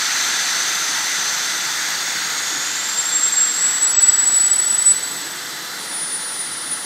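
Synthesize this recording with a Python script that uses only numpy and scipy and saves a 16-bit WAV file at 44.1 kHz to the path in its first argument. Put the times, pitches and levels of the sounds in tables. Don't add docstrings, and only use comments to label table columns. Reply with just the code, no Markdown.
import sys
import numpy as np
from scipy import signal
from scipy.fft import rfft, irfft, next_fast_len
from scipy.io import wavfile
from scipy.ndimage import uniform_filter1d

SR = 44100
rng = np.random.default_rng(int(sys.argv[2]) if len(sys.argv) > 2 else 0)


def log_audio(samples):
    frames = np.atleast_2d(samples).T
    limited = np.clip(frames, -1, 1)
    pcm = np.round(limited * 32767).astype(np.int16)
    wavfile.write(sys.argv[1], SR, pcm)


N = 302076
TIME = np.arange(N) / SR


# f/Hz, relative density/dB
FULL_PRESSURE_SPECTRUM = [(100, -60), (300, -37), (550, -21.5), (750, -9.5), (1100, -10), (1400, -1),
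                          (2000, -3), (2400, -6.5), (3100, -9), (4200, -4.5), (5100, -9), (6200, -4.5),
                          (7500, -8.5), (8400, -15.5), (9500, -15), (11500, -39)]
LOW_PRESSURE_SPECTRUM = [(100, -60), (300, -34), (550, -15.5), (750, -6), (1100, -4.5), (1400, -0.5),
                         (2000, -4), (2400, -11), (3100, -7), (4200, -7), (5100, -6.5), (6200, -8.5),
                         (7100, -8.5), (8400, -9.5), (9500, -12), (11500, -37)]
FIZZ_SPECTRUM = [(8000, -22), (9800, -13), (10800, -2.5), (12100, 2.5), (12800, 1), (14100, -5.5),
                 (14600, -12), (15800, -19)]
# f/Hz, width/Hz, gain/dB
DUCT_RESONANCES = [(894, 66, 3), (1410, 540, 1), (1718, 64, 3), (1993, 176, 4.5), (3200, 125, 3.5),
                   (3548, 260, 7), (4060, 240, 4), (4470, 160, 7), (4826, 230, 5.5), (5330, 130, 3.5),
                   (5580, 330, 3.5), (6040, 350, 3), (6630, 160, 5.5), (7390, 220, 5), (8080, 310, 6),
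                   (8770, 200, 3.5)]
# t/s, level/dB
ROAR_LEVEL = [(0, -20), (1.5, -22), (2.4, -23.1), (4.4, -27), (5.35, -29), (6.85, -30.7)]
FIZZ_LEVEL = [(0, -38.5), (3.6, -41), (4.1, -42), (5.7, -41), (6.1, -45.5), (6.85, -45.5)]
def aspirator_rush():
    def roar_spectrum(t, hz):
        spent = t / TIME[-1]
        full, low = spectrum_at(FULL_PRESSURE_SPECTRUM, hz), spectrum_at(LOW_PRESSURE_SPECTRUM, hz)
        return (1 - spent) * full + spent * low + bell_response(DUCT_RESONANCES, hz)
    roar = unit_rms(turbulence(roar_spectrum, patchy_db=0.74))
    fizz = unit_rms(turbulence(lambda t, hz: spectrum_at(FIZZ_SPECTRUM, hz), patchy_db=1.6))
    return roar * gain_of(follow(ROAR_LEVEL)) + fizz * gain_of(follow(FIZZ_LEVEL))


# t/s, f/Hz
LOW_PITCH = [(2.3, 7240), (2.62, 7280), (3.0, 7436), (3.15, 7540), (3.36, 7582), (3.57, 7598)]
HIGH_PITCH = [(3.58, 7764), (3.75, 7767), (3.88, 7798), (4.33, 7846), (4.55, 7887), (4.76, 7898),
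              (4.93, 7927)]
SHRILL_PITCH = [(5.79, 9665), (6.05, 9639), (6.38, 9639), (6.85, 9688)]
def loud_whistles():
    low = whistle(LOW_PITCH, rise_s=0.87, from_db=-43.5, full_db=-23, sag_db_per_s=0.5,
                  waver_hz=6.3, skirt_db=-11, hall_db=-0.5, t60=1.47, octave_db=-39, gain_db=2.35)
    high = whistle(HIGH_PITCH, rise_s=0.66, from_db=-26, full_db=-17.5, sag_db_per_s=4.5,
                   waver_hz=10.5, skirt_db=-17, hall_db=0, t60=1.8, octave_db=-41, gain_db=2.35)
    shrill = whistle(SHRILL_PITCH, rise_s=0.18, from_db=-44, full_db=-31.5, sag_db_per_s=4,
                     waver_hz=3.8, skirt_db=-26, hall_db=-3.5, t60=0.87, octave_db=-70, gain_db=4.5)
    return low + high + shrill


# t/s, peak level/dB (before gain_db), duration/s
FLARES = [(2.988, -21, .03), (3.163, -18, 0.024), (3.25, -19, 0.048), (3.416, -17.5, 0.096),
          (3.658, -19.5, .09), (3.851, -17.5, 0.067), (3.983, -16.5, 0.037), (4.041, -13.5, .035),
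          (4.087, -13.5, .03), (4.373, -15, .035), (4.432, -15, 0.028), (4.51, -14.5, .025),
          (4.89, -12.5, 0.065), (5.957, -32, .035), (6.026, -27, .03), (6.142, -29, 0.047),
          (6.405, -27.5, 0.029), (6.727, -23.5, 0.034)]
def whistle(pitch, rise_s, from_db, full_db, sag_db_per_s,
            waver_hz, skirt_db, hall_db, t60, octave_db, gain_db):
    start, stop = pitch[0][0], pitch[-1][0]
    envelope = gain_of(whistle_level(start, stop, rise_s, from_db, full_db, sag_db_per_s))
    flare_power = sum((gain_of(db) * swell(t, length_s, steepness=6)) ** 2
                      for t, db, length_s in FLARES if start < t < stop)
    flared = np.sqrt(envelope ** 2 + flare_power)
    tone = edge_tone(pitch, waver_hz, waver_rate_hz=60)
    heard = tone * flared + gain_of(hall_db) * hangar(tone * envelope, t60)
    beating = heard / (flared + 1e-9)
    beating /= np.sqrt(abs(uniform_filter1d(abs(beating) ** 2, size=3000)) + 1e-6)
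    note = gain_of(gain_db) * np.sqrt(2) * flared * (beating + gain_of(octave_db) * beating ** 2).real
    skirt = hangar((tone * envelope * complex_drift(rate_hz=560)).real, t60)
    return note + gain_of(skirt_db) * skirt


def whistle_level(start, stop, rise_s, from_db, full_db, sag_db_per_s):
    drop_s, drop_db, ring_db_per_s = 0.017, 3.5, 33
    rise = np.interp(TIME, [start, start + rise_s], [from_db, full_db])
    sag = sag_db_per_s * np.maximum(TIME - start - rise_s, 0)
    since_stop = np.maximum(TIME - stop, 0)
    return rise - sag - drop_db * np.minimum(since_stop / drop_s, 1) - ring_db_per_s * since_stop


def edge_tone(pitch, waver_hz, waver_rate_hz):
    hz = follow(pitch) + waver_hz * drift(waver_rate_hz)
    blowing = (TIME >= pitch[0][0]) & (TIME <= pitch[-1][0])
    gate = uniform_filter1d(blowing.astype(float), size=600)
    return gate * np.exp(2j * np.pi * np.cumsum(hz) / SR)


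# start/s, stop/s, f/Hz, climb/Hz, direct peak level/dB, rise/s, fade/s, waver/Hz
FAINT_NOTES = [ (0, 2.0, 6140, 0, -29, .02, .7, 56), (0, 1.6, 9285, 10, -43.5, .3, .6, 45),
               (0, 2.35, 15462, 270, -58, .02, .1, 8), (1.3, 2.95, 6590, 290, -30, 1.0, .25, 32),
               (4.91, 5.28, 13402, 0, -37.5, .02, .15, 14), (5.6, 5.8, 11112, 0, -46, .09, .03, 30)]
def faint_whistles():
    tones, age = np.zeros(N), np.linspace(0, 1, num=20)
    for start, stop, hz, climb_hz, db, rise_s, fade_s, waver_hz in FAINT_NOTES:
        bend_hz = climb_hz * age ** 3.8
        pitch = np.transpose([start + age * (stop - start), hz + bend_hz])
        envelope = np.clip(np.minimum((TIME - start) / rise_s, (stop - TIME) / fade_s), 0, 1)
        tones += gain_of(db) * envelope * edge_tone(pitch, waver_hz, waver_rate_hz=100).real
    return tones + hangar(tones, t60=1.0)


# f/Hz, relative density/dB
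VENT_SPECTRUM = [(20, -38), (45, -30), (80, -27), (110, -17), (155, 5.5), (220, -1), (305, 5), (380, 1.5),
                 (560, -1.5), (900, -5.5), (2000, -37), (6000, -50)]
# t/s, peak level/dB, duration/s
WHINE_SWELLS = [(.37, -40, .25), (4.35, -42, 0.32), (5.05, -40, 0.29), (5.72, -40.5, 0.32),
                (6.52, -43, 0.75)]
def ventilation(air_db=-43, whine_rest_db=-48):
    air = unit_rms(turbulence(lambda t, hz: spectrum_at(VENT_SPECTRUM, hz), patchy_db=1.0))
    hum = machine_tone(hz=502, db=-56.5, wander_hz=1.44, flicker_db=2)
    lift_db = sum((db - whine_rest_db) * swell(t, length_s, steepness=4)
                  for t, db, length_s in WHINE_SWELLS)
    whine = machine_tone(hz=4016, db=whine_rest_db + lift_db, wander_hz=1.2, flicker_db=0.2)
    return gain_of(air_db) * air + hum + whine


def machine_tone(hz, db, wander_hz, flicker_db):
    cycles = np.cumsum(hz + wander_hz * drift(rate_hz=13.2)) / SR
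    return gain_of(db + flicker_db * drift(rate_hz=4.2)) * np.sqrt(2) * np.sin(2 * np.pi * cycles)


def low_swell(peak_db=-44, centre_hz=330, width_hz=190):
    band = complex_drift(width_hz / 2) * np.exp(2j * np.pi * centre_hz * TIME)
    return unit_rms(band.real) * gain_of(peak_db) * swell(t=2.57, length_s=0.12)


def hangar(x, t60, echoes_per_s=4000):
    t = np.arange(2 * SR) / SR
    echoes = rng.standard_normal(len(t)) * (rng.random(len(t)) < echoes_per_s / SR)
    tail = echoes * gain_of(-60 * t / t60)
    return signal.fftconvolve(x, tail / np.linalg.norm(tail))[:N]


def turbulence(spectrum, patchy_db):
    window, hop = 1024, 256
    t = np.arange(N // hop + 5)[:, None] * hop / SR
    hz = np.fft.rfftfreq(window, 1 / SR)
    real, imag, patches = rng.standard_normal((3, len(t), len(hz)))
    patches = uniform_filter1d(patches, size=14, axis=0)
    patches = unit_rms(uniform_filter1d(patches, size=9, axis=1))
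    frames = (real + 1j * imag) * gain_of(spectrum(t, hz) + patchy_db * patches)
    return signal.istft(frames.T, nperseg=window, noverlap=window - hop)[1][:N]


def drift(rate_hz):
    step = 8
    size = next_fast_len(N // step + 2)
    hz = np.fft.rfftfreq(size, step / SR)
    slow = irfft(rfft(rng.standard_normal(size)) / (1 + (hz / rate_hz) ** 4), size)
    return unit_rms(np.interp(TIME, np.arange(size) * step / SR, slow))


def complex_drift(rate_hz):
    return drift(rate_hz) + 1j * drift(rate_hz)


def swell(t, length_s, steepness=2):
    return np.exp(-np.minimum(abs(2 * (TIME - t) / length_s) ** steepness, 50))


def bell_response(rows, hz):
    return sum(db * np.exp(-np.log(2) * (2 * (hz - f) / width) ** 2) for f, width, db in rows)


def spectrum_at(points, hz):
    f, db = np.transpose(points)
    return np.interp(np.log(hz + 1), np.log(f), db)


def follow(points):
    return np.interp(TIME, *np.transpose(points))


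def gain_of(db):
    return 10 ** (np.asarray(db) / 20)


def unit_rms(x):
    return x / np.sqrt(np.mean(abs(x) ** 2) + 1e-20)


def scene():
    mono = aspirator_rush() + faint_whistles() + loud_whistles() + ventilation() + low_swell()
    return np.array([mono, mono])


# f/Hz, width/Hz, gain/dB
TREBLE_HOLLOWS = [(10150, 380, -4.5), (11650, 250, -11), (13520, 280, -11)]
def record(dry, low_cut_hz=55, band_limit_hz=15800):
    hz = np.fft.rfftfreq(N, 1 / SR)
    coloured = irfft(rfft(dry) * gain_of(bell_response(TREBLE_HOLLOWS, hz)), N)
    thinned = signal.sosfilt(signal.butter(2, low_cut_hz, "high", fs=SR, output="sos"), coloured)
    low_pass = signal.firwin(511, band_limit_hz, window=("kaiser", 9), fs=SR)
    return signal.oaconvolve(thinned, low_pass[None], "same")


dry = scene()
out = record(dry)
log_audio(out)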